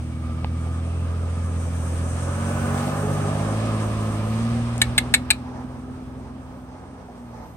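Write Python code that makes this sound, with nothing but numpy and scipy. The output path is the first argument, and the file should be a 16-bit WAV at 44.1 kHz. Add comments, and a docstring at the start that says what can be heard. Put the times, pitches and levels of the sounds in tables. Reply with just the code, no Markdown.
"""A residential street, heard from a driveway between two parked cars. An SUV speeds up and passes by.
Its six-cylinder exhaust drones, climbs in pitch and booms in the tailpipe. A belt whines and squeals
faintly as it nears, and the roar of its tyres on the asphalt swells and fades. A soft knock comes early.
After the pass, four sharp tongue clicks ring the mouth right beside the microphone and overload it."""
import sys
import numpy as np
from scipy import signal
from scipy.fft import rfft, irfft
from scipy.io import wavfile
from scipy.ndimage import uniform_filter1d, minimum_filter1d

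SR = 44100
rng = np.random.default_rng(int(sys.argv[2]) if len(sys.argv) > 2 else 0)


def store_pcm(level_fs):
    """Save levels as 16-bit WAV."""
    pcm = np.round(np.clip(level_fs, -1, 1) * 32767).astype(np.int16)
    wavfile.write(sys.argv[1], SR, np.atleast_2d(pcm).T)


N = 333396
T = np.arange(N) / SR
HZ = np.fft.rfftfreq(N, 1 / SR) + 1e-3
MIC_LAG_S = 0.00012  # the right microphone hears the car this much later
BELT_FLUTTER_DB = 2.8

# tone colour of the tyre roar, which also shapes the exhaust's growl: (frequency [Hz], level [dB])
ROAR_COLOUR = [(28, -32), (60, -6.5), (120, -0.5), (250, 3), (320, 0), (378, -2), (450, 1), (490, 1),
               (565, 3), (630, 0), (700, -1), (800, -2), (930, -8), (1200, -57)]


def exhaust():
    """Two banks of three cylinders puff out tones that boom as they glide through the pipe's resonance."""
    # the engine's run: (time [s], puff rate of one bank [Hz], level of the firing tone [dB])
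    engine_run = [(0.0, 40.32, -31.0), (0.25, 40.3, -29), (0.5, 40.88, -26.5), (1.05, 42.34, -25),
                  (1.5, 42.59, -24.5), (1.8, 41.95, -26), (2.0, 42.0, -25.0), (2.3, 44.56, -27),
                  (2.5, 46.5, -27.5), (2.8, 47.23, -28.5), (2.92, 49.8, -34.5), (3.05, 49.87, -28),
                  (3.33, 50.38, -28.5), (3.6, 54.48, -25.5), (3.9, 54, -25.5), (4.2, 53.1, -26.0),
                  (4.5, 58.38, -24.5), (4.9, 59.57, -28), (5.07, 61.17, -34.0), (5.3, 62.49, -40),
                  (5.9, 63.6, -42.5), (6.35, 64.18, -45.0), (6.7, 63.03, -48.5), (6.87, 66.5, -49.5),
                  (7.15, 62.1, -52), (7.3, 58.6, -43.5), (7.56, 56.9, -51.5)]
    # burble of the two unequal banks: (time [s], level [dB])
    bank_burble = [(0,-38),(.25,-33),(1.45,-39),(2.4,-31),(3.25,-26),(3.55,-33.5),(4.5,-41),(5.6,-55),(7.56,-49.5)]
    # how hard the exhaust drives the pipe: (time [s], even tones [dB], odd tones [dB])
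    pipe_drive = [(0, -43, -42), (.5, -40.5, -50), (1.3, -45, -40.5), (1.75, -43, -46.5),
                  (2.08, -39.5, -41), (2.3, -44, -47.5), (2.46, -37, -33.5), (2.82, -37, -31.5),
                  (3.0, -37, -35.5), (3.45, -37.5, -34.5), (3.7, -34.5, -34.5), (4.15, -36.5, -39.5),
                  (4.35, -34, -49), (4.58, -34, -49), (4.75, -40.5, -50), (5.1, -40, -50), (6.1, -43, -47),
                  (6.7, -47.5, -59), (7.35, -51.5, -60), (7.56, -61, -67)]
    # tones sent through the pipe: (multiple of the puff rate, level [dB])
    pipe_tones = [(4, 0), (5, -5.5), (6, -4), (7, -10), (8, -1.5)]
    # the pipe's resonances: (frequency [Hz], gain [dB])
    pipe_gain = [(165, 2), (198, 0.5), (210, 3.5), (217, 3.5), (227, 9.5), (234, 9), (242, 7.5), (252, 4),
                 (270, 0), (288, -8), (316, -1), (350, -12.5), (385, -11.5), (414, -6.5), (440, -14.5),
                 (460, -21)]
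    # higher, growling tones: (multiple of the puff rate, level [dB])
    growl_tones = [(6.667, -11.5), (7.667, -25), (8.667, -17), (9, -18.5), (10, -16.5), (11, -13.5),
                   (12, -15.5), (13, -12), (14, -20), (15, -28), (16, -16), (17, -22)]
    # low throb of the tailpipe, heard from behind the car: (time [s], level [dB])
    throb_levels = [(0, -62), (2.9, -63), (3.75, -41), (4.3, -44), (4.85, -37), (5.5, -43.5), (6.3, -46.5),
                    (7, -54), (7.56, -49)]
    # rough gas flow in the pipe: (frequency [Hz], level [dB])
    gas_colour = [(170, -30), (225, 14), (250, 4.5), (275, 0.5), (340, -30.5), (700, -95)]

    bank_hz, firing_db = over_time(engine_run)
    burble_db, = over_time(bank_burble)
    even_db, odd_db = over_time(pipe_drive)
    throb_db, = over_time(throb_levels)
    phase = 2 * np.pi * np.cumsum(bank_hz * (1 + 0.0012 * wander(9.6))) / SR

    def tone(multiple, db, waver_db):
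        gain = np.sqrt(2) * undb(db + waver_db * wander(10.8))
        return gain * np.sin(multiple * phase + rng.uniform(0, 2 * np.pi))

    def pipe_db(multiple):
        return over_hz(pipe_gain, multiple * bank_hz)

    firing = tone(2, firing_db, waver_db=0.5)
    burble = tone(3, burble_db - 1, waver_db=0.5)
    boom = sum(tone(k, (odd_db if k % 2 else even_db) + db + pipe_db(k), waver_db=1.23)
               for k, db in pipe_tones)
    growl_db = passing_db("growl")
    growl = sum(tone(k, growl_db + db + over_hz(ROAR_COLOUR, k * bank_hz), waver_db=2.5)
                for k, db in growl_tones)
    # unequal cylinders repeat every third puff, which adds weak tones between the main ones
    thirds = [k / 3 for k in range(4, 20) if k % 3]
    floor_db = passing_db("rumble") - 15
    weak_tones = sum(tone(k, np.maximum(floor_db, even_db - 18.5 + pipe_db(k)), waver_db=4.5)
                     for k in thirds)
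    throb = tone(1, throb_db, waver_db=0.5) + tone(4 / 3, throb_db - 1, waver_db=2)
    gas = undb(throb_db - 7) * rush(colour(gas_colour), flutter_db=6.5, flutter_hz=42)
    return microphones(rfft(firing + burble + boom + growl + weak_tones + throb)) + gas


def tyres():
    """Tyres roar on the asphalt while their grooves ring and pump out hissing air."""
    # ringing grooves: (frequency [Hz], level [dB])
    tread_colour = [(600, -31.5), (920, 0.5), (1040, 4.5), (1140, 3), (1255, 6.5), (1380, -1), (1500, -1.5),
                    (1720, -2.5), (1950, -16), (3000, -69)]
    # air pumped out of the grooves: (frequency [Hz], level [dB])
    air_colour = [(30, -29), (1200, -8.5), (1750, 1), (2050, 3.5), (2400, 3.5), (3200, 0.5), (4200, -4.5),
                  (5500, -5.5), (7000, -41.5)]
    # the high hiss of that air: (frequency [Hz], level [dB])
    hiss_colour = [(4500, -14), (6100, 2.5), (7100, -2.5), (8400, 5.5), (9300, 4.5), (9900, -4),
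                   (10600, -29), (12200, -10), (15500, -48)]
    # tyres far down the street: (time [s], level [dB])
    far_levels = [(0, -103), (4.5, -50.5), (5.6, -47), (6.3, -53), (6.7, -50), (7.1, -51.5), (7.56, -48)]
    # their tone colour: (frequency [Hz], level [dB])
    far_colour = [(350, -17.5), (420, 4), (520, 2.5), (680, 0), (840, 5.5), (950, 2), (1120, -4),
                  (1600, -13), (2100, -14), (2800, -28), (6000, -22.5), (10000, -48), (15000, -52)]
    # finest sizzle, strongest in the gap between the parked cars: (time [s], level [dB])
    sizzle_levels = [(1.5, -88), (1.85, -66), (2.3, -78), (2.85, -59.5), (3.3, -68), (4.3, -67), (4.9, -81),
                     (7, -84.5), (7.56, -72.5)]
    # its tone colour: (frequency [Hz], level [dB])
    sizzle_colour = [(9000, -45), (11500, 7), (12500, 8), (14500, 2.5), (16000, -30)]

    roar = undb(passing_db("roar")) * rush(colour(ROAR_COLOUR), flutter_db=2.1, flutter_hz=18)
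    tread = undb(passing_db("tread")) * rush(colour(tread_colour), flutter_db=1.34, flutter_hz=10.86)
    air = undb(passing_db("air")) * rush(colour(air_colour), flutter_db=1, flutter_hz=13)
    hiss_db = passing_db("hiss", hidden_s=5.03)
    hiss = undb(hiss_db) * rush(colour(hiss_colour), flutter_db=1.1, flutter_hz=12)
    far_db, = over_time(far_levels)
    far = undb(far_db) * rush(colour(far_colour), flutter_db=3, flutter_hz=7.8)
    sizzle_db, = over_time(sizzle_levels)
    sizzle = undb(sizzle_db) * rush(colour(sizzle_colour), flutter_db=2, flutter_hz=7)
    # an echo off the parked car alongside makes the noise slightly hollow
    echo = 0.2 * delay(lag_s=0.008)
    return irfft(rfft(roar + tread + air + hiss + sizzle + far) * (1 + echo), N)


def body_rumble():
    """The car's body rumbles as it rolls by."""
    # the rumble's tone colour: (frequency [Hz], level [dB])
    rumble_colour = [(20, -17), (33, 1.5), (50, 19), (62, 20), (85, 14), (125, 15.5), (180, 11.5), (250, 7),
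                     (320, 8.5), (450, -32.5)]
    return undb(passing_db("rumble")) * rush(colour(rumble_colour), flutter_db=1.9, flutter_hz=3.2)


def engine_bay():
    """The engine's rush and coarse roar come through while the car crosses the open gap."""
    # rush from the car's nose: (frequency [Hz], level [dB])
    nose_colour = [(60, -50), (450, -37), (700, 8), (850, -16), (1050, 4), (1250, -1), (1520, -6),
                   (1800, -11), (2100, -10), (2800, -9.5), (4000, -26), (6000, -25), (15000, -28)]
    # roar from its side: (frequency [Hz], level [dB])
    side_colour = [(300, -43.5), (385, -9), (416, 10.5), (450, -7), (520, -16), (610, -10.5), (675, 1.5),
                   (745, 0.5), (812, 6.5), (890, -10), (1060, -7), (1250, -15.5), (2000, -68)]
    nose_gain = undb(-39) * swell(peak_s=2.675, half_s=0.35)
    nose = nose_gain * rush(colour(nose_colour), flutter_db=1, flutter_hz=13)
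    side_gain = undb(passing_db("side", hidden_s=3.65))
    side = side_gain * rush(colour(side_colour), flutter_db=0.8, flutter_hz=21)
    return nose + side


def tongue_clicks():
    """A brief, ragged snap rings the hollow of the mouth, whose shape changes a little each time."""
    # the clicks: (time [s], level [dB], snap length [s], five mouth resonances [Hz],
    # gain of the highest one [dB], gain of the lowest one [dB])
    clicks = [(4.816, -7.5, 0.0032, 1812, 2244, 2930, 3760, 7504, 0, -2),
              (4.979, -9, 0.0055, 1720, 2140, 2705, 3620, 8300, -0.5, -6.5),
              (5.139, -8.5, 0.0077, 1830, 2186, 2550, 3800, 7740, -0.46, -1.5),
              (5.3041, -8, 0.0053, 1735, 2411, 2610, 4000, 8000, 0, -9)]
    # those five resonances, low to high: (width [Hz], level [dB])
    mouth_rings = [(105, -4.5), (115, -6.5), (450, -9), (560, -3.5), (1750, -9.5)]
    # resonances that are the same in every click: (pitch [Hz], width [Hz], level [dB])
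    common_rings = [(856, 110, -23.5), (6350, 250.6, -27), (7400, 160, -21)]
    # the snap's tone colour: (frequency [Hz], level [dB])
    snap_colour = [(200, -8), (830, 5), (1150, 1), (1700, 7.5), (4000, 9), (4900, 3.5), (5700, 2.5),
                   (6400, -1), (7300, 3.5), (9300, 6.5), (10300, 0), (11500, 5), (12700, 3), (15000, -10.5)]
    # the treble leans to the left: (frequency [Hz], extra left minus right [dB])
    click_balance = [(2000, 0), (4000, 2), (8000, 3.5), (12000, 3.5)]
    # how much later the right microphone hears a click: (frequency [Hz], delay [s])
    click_lag = [(1800, 0.000093), (4000, 0.00012), (8000, 0.00013)]
    ripple_hz, ripple_depth = 484, 0.55

    spectrum = 0
    for start_s, db, length_s, *pitches, bright_db, hollow_db in clicks:
        age = T - start_s
        burst = rng.standard_normal(N) * (age >= 0) * decay(age - length_s, fade_s=0.022)
        snap = rfft(flatten(burst) * (age >= 0)) * colour(snap_colour)

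        def share(response, share_db):
            # each resonance takes its own share of the snap's energy
            part = snap * response
            return undb(share_db) * part / np.sqrt(np.mean(np.abs(part) ** 2) / (length_s * SR))

        def ring(hz, width_hz, share_db):
            return share(resonance(hz, width_hz), share_db)

        lowest, *middle, highest = (ring(hz, *shape) for hz, shape in zip(pitches, mouth_rings))
        # the highest resonance splits into a row of close peaks
        highest = highest * (1 + ripple_depth * delay(1 / ripple_hz)) / np.hypot(1, ripple_depth)
        mouth = undb(hollow_db) * lowest + sum(middle) + undb(bright_db) * highest
        bare_snap = share(1, share_db=-19.5)
        common = sum(ring(*row) for row in common_rings)
        spectrum += undb(db) * (bare_snap + common + mouth)
    lean = undb(over_hz(click_balance) / 2 * np.array([[1], [-1]]))
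    return microphones(lean * spectrum * (1 + undb(-13) * click_echoes()), over_hz(click_lag))


def click_echoes():
    """The parked cars and the concrete throw back a short, duller scatter, given here as a filter."""
    fade = decay(T, fade_s=0.1) + undb(-30.5) * decay(T, fade_s=0.34)
    echoes = rng.standard_normal((2, N)) * (T > 0.004) * fade
    echoes /= np.sqrt(np.sum(echoes[0] ** 2))
    return rfft(echoes) * soften(above_hz=4960)


def taps_and_tick():
    """Two soft taps, and a faint, high tick just before the first click: short rings with some noise."""
    # the sounds: (time [s], level [dB], ring pitch [Hz], ring fade [s], noise centre [Hz], noise [dB])
    short_sounds = [(0.4455, -15, 840, 0.011, 2130, -1), (4.78, -18.5, 8500, 0.0059, 7540, -3),
                    (7.085, -33.5, 720, 0.07, 1000, -6)]
    spectrum = 0
    for start_s, db, hz, fade_s, noise_hz, noise_db in short_sounds:
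        age = T - start_s
        noise = irfft(rfft(rng.standard_normal(N)) * resonance(noise_hz, width_hz=2100) ** 2, N)
        burst = undb(noise_db) * decay(age, fade_s=0.005) * unit(noise)
        ring = decay(age, fade_s) * np.sin(2 * np.pi * hz * age)
        sound = undb(db) * (age > 0) * (ring + burst)
        spectrum += rfft(sound) * soften(above_hz=2 * noise_hz) ** 2
    return microphones(spectrum, lag_s=0.0001)


def hums_and_hiss():
    """Narrow hums and a brief high hiss swell and fade in turn as the car goes by."""
    # bands of noise: (loudest at [s], half length [s], pitch [Hz], width [Hz], level [dB])
    bands = [(1.254, .35, 429, 45, -47.5), (1.6, 0.38, 165, 30, -43), (2.302, 0.98, 236, 7.5, -43),
             (2.597, 0.36, 1492, 28.2, -45), (2.9, 0.57, 810, 18, -43.5), (3.1, 1.3, 1720, 90, -52.5),
             (3.24, 0.8, 416, 13.73, -41.5), (3.24, 1.3, 558, 27, -39.5), (3.4, 0.23, 670, 100, -41),
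             (3.9, .75, 1070, 96, -43.5), (1.947, 0.18, 8900, 510, -55)]
    sound = 0
    for peak_s, half_s, hz, width_hz, db in bands:
        band = rush(resonance(hz, 2 * width_hz) ** 2, flutter_db=-0.5, flutter_hz=13.6)
        sound += undb(db) * swell(peak_s, half_s) * band
    return sound


def belt_whine():
    """The belt at the front of the car sings two thin, wavering tones that fade once it has passed."""
    # loudness of the whine: (time [s], level [dB])
    whine_levels = [(0, -68), (.28, -45.5), (.5, -52.5), (.72, -48.5), (1, -55.5), (1.4, -49.5), (2, -59),
                    (2.7, -41.5), (3.35, -41.5), (4.5, -47), (5.5, -84)]
    # its tones: (pitch [Hz], pitch wander [Hz], level [dB])
    whine_tones = [(1205, 26, 1), (1280, 51, -3)]
    whine_db, = over_time(whine_levels)
    whine = sum(undb(db + BELT_FLUTTER_DB * wander(25)) * sine(hz + wander_hz * wander(50.5))
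                for hz, wander_hz, db in whine_tones)
    return microphones(rfft(whine * undb(whine_db)))


def belt_squeals():
    """The belt slips in faint, wavering squeals that swell and fade."""
    # the slips: (start [s], length [s], first pitch [Hz], last pitch [Hz], wander [Hz], level [dB])
    slips = [(-0.18, 1.17, 2270, 2250, 28, -56.5), (.62, 0.33, 3570, 3530, 50, -61),
             (0.757, 0.39, 2510, 2740, 106, -53), (0.65, 2.256, 2100, 2600, 38, -59)]
    sound = 0
    for start_s, length_s, first_hz, last_hz, wander_hz, db in slips:
        progress = np.clip((T - start_s) / length_s, 0, 1)
        hz = first_hz + (last_hz - first_hz) * progress + wander_hz * wander(115)
        gain = undb(db + BELT_FLUTTER_DB * wander(25)) * np.sin(np.pi * progress)
        sound += gain * sine(hz)
    return microphones(rfft(sound))


def grainy_hiss():
    """Three short surges of hiss, made grainy by a very fast flutter."""
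    # the surges: (loudest at [s], half length [s], level [dB])
    surges = [(2.85, 0.13, -49.5), (3.66, .14, -50), (4.447, 0.16, -51)]
    # their tone colour: (frequency [Hz], level [dB])
    surge_colour = [(900, -25), (2000, 3), (3000, -2), (4800, -4), (7000, -14), (11000, -35)]
    gain = sum(undb(db) * swell(peak_s, half_s) for peak_s, half_s, db in surges)
    return gain * rush(colour(surge_colour), flutter_db=3.5, flutter_hz=200)


def passing_db(part, hidden_s=5.28):
    """Level of one part of the car's sound: it drops with distance and behind the parked cars."""
    # how each part carries: (nearest at [s], level there [dB], loss per doubling of distance [dB],
    # clears the left parked car at [s], loss behind the left car [dB], loss behind the right car [dB])
    carry = {"growl": (3.5, -33.5, 8, -11, 2, 10), "rumble": (5, -39, 2, 3.5, -3.5, 7.5),
             "roar": (3, -36, 7, 0.5, 2.5, 2), "side": (4, -38.5, 2.5, 2.5, 15.5, 14),
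             "tread": (3, -35, 9.5, 4.5, 3.5, 3.5), "air": (3.5, -46.5, 5.5, 4, 0.5, 9),
             "hiss": (2.5, -45.5, 5.5, 1.5, 7, 11.5)}
    speed_m_s, lane_m, edge_s = 9.76, 10.56, 0.23
    nearest_s, db, loss_db, clears_s, left_db, right_db = carry[part]
    distance_m = np.hypot(lane_m, speed_m_s * (T - nearest_s))
    open_air_db = db - loss_db * np.log2(distance_m / lane_m)
    behind_left = 0.5 + 0.5 * np.tanh((clears_s - T) / edge_s)
    behind_right = 0.5 + 0.5 * np.tanh((T - hidden_s) / edge_s)
    shade_db = 2 * swell(peak_s=1.7, half_s=0.51)  # the left car's body blocks the most here
    return open_air_db - left_db * behind_left - right_db * behind_right - shade_db


def rush(response, flutter_db, flutter_hz):
    """Unsteady stereo noise shaped by a filter, partly direct and partly scattered by the street."""
    # how alike the two microphones hear it: (frequency [Hz], likeness [0-1])
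    mic_likeness = [(30, 0.23), (60, 0.71), (180, 0.92), (400, 0.66), (1000, 0.64), (2500, 0.32),
                    (6000, 0.08), (12000, 0.13)]
    likeness = over_hz(mic_likeness)
    direct, scattered = rfft(rng.standard_normal((2, N)))
    pair = np.sqrt(1 + likeness) * direct + np.sqrt(1 - likeness) * scattered * np.array([[1], [-1]])
    sound = microphones(pair * response)
    return sound / np.std(sound.mean(axis=0)) * undb(flutter_db * wander(flutter_hz))


def microphones(spectrum, lag_s=MIC_LAG_S):
    """Turn a spectrum into stereo sound: each microphone has its own colour, the right one hears later."""
    # balance of the two: (frequency [Hz], left minus right [dB])
    mic_balance = [(100, -.8), (300, 0), (700, -3), (1400, -3), (2500, -1), (4000, 0.1), (6500, 2.43),
                   (9000, 5.33), (11000, 3), (14000, -2)]
    tilt = undb(over_hz(mic_balance) / 2)
    return irfft(spectrum * np.array([tilt, delay(lag_s) / tilt]), N)


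def undb(db):
    """Turn decibels into a gain."""
    return 10 ** (np.asarray(db) / 20)


def unit(x):
    """Scale a signal to an average strength (rms) of 1."""
    return x / np.sqrt(np.mean(x ** 2))


def over_time(table):
    """One smooth-running value per sample for each column of a timed table."""
    times, *columns = np.transpose(table)
    return [np.interp(T, times, column) for column in columns]


def over_hz(points, at=HZ):
    """Join (frequency, value) points, giving every octave the same room."""
    hz, value = np.transpose(points)
    return np.interp(np.log(at), np.log(hz), value)


def colour(points):
    """A filter drawn through (frequency [Hz], level [dB]) points."""
    return undb(over_hz(points))


def resonance(hz, width_hz):
    """A filter that lets through a band around one pitch."""
    return 1 / (1 + 1j * (HZ / hz - hz / HZ) * hz / width_hz)


def soften(above_hz):
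    """A filter that gently turns down the treble."""
    return 1 / (1 + 1j * HZ / above_hz)


def delay(lag_s):
    """A filter that makes a sound arrive later."""
    return np.exp(-2j * np.pi * HZ * lag_s)


def flatten(burst):
    """Level out a burst's spectrum, so that it strikes every resonance alike."""
    spectrum = rfft(burst)
    return irfft(spectrum / np.sqrt(uniform_filter1d(np.abs(spectrum) ** 2, size=1200)), N)


def wander(rate_hz):
    """A smooth random drift of typical size 1 that turns about rate_hz times a second."""
    return unit(irfft(rfft(rng.standard_normal(N)) / (1 + (HZ / rate_hz) ** 4), N))


def swell(peak_s, half_s):
    """A bell-shaped rise and fall."""
    return np.exp(-((T - peak_s) / half_s) ** 2)


def decay(age, fade_s):
    """A gain that holds at 1 until age 0, then falls 60 dB every fade_s seconds."""
    return undb(-60 * np.maximum(age, 0) / fade_s)


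def sine(hz):
    """A pure tone that follows a changing pitch."""
    return np.sin(2 * np.pi * np.cumsum(hz) / SR)


def scene():
    """The passing car with the close sounds on top."""
    car = exhaust() + belt_whine() + belt_squeals() + body_rumble() + tyres() + engine_bay()
    return car + hums_and_hiss() + grainy_hiss() + tongue_clicks() + taps_and_tick()


def record(dry):
    """A fast limiter holds the loudest peaks at full scale, then the highest treble is cut."""
    needed_gain = 1 / np.maximum(np.abs(dry), 1)
    gain = uniform_filter1d(minimum_filter1d(needed_gain, size=21), size=21)
    top_hz = 15800
    treble_cut = signal.ellip(8, 0.2, 70, top_hz, fs=SR, output="sos")
    return signal.sosfilt(treble_cut, dry * gain)


dry = scene()
out = record(dry)
store_pcm(out)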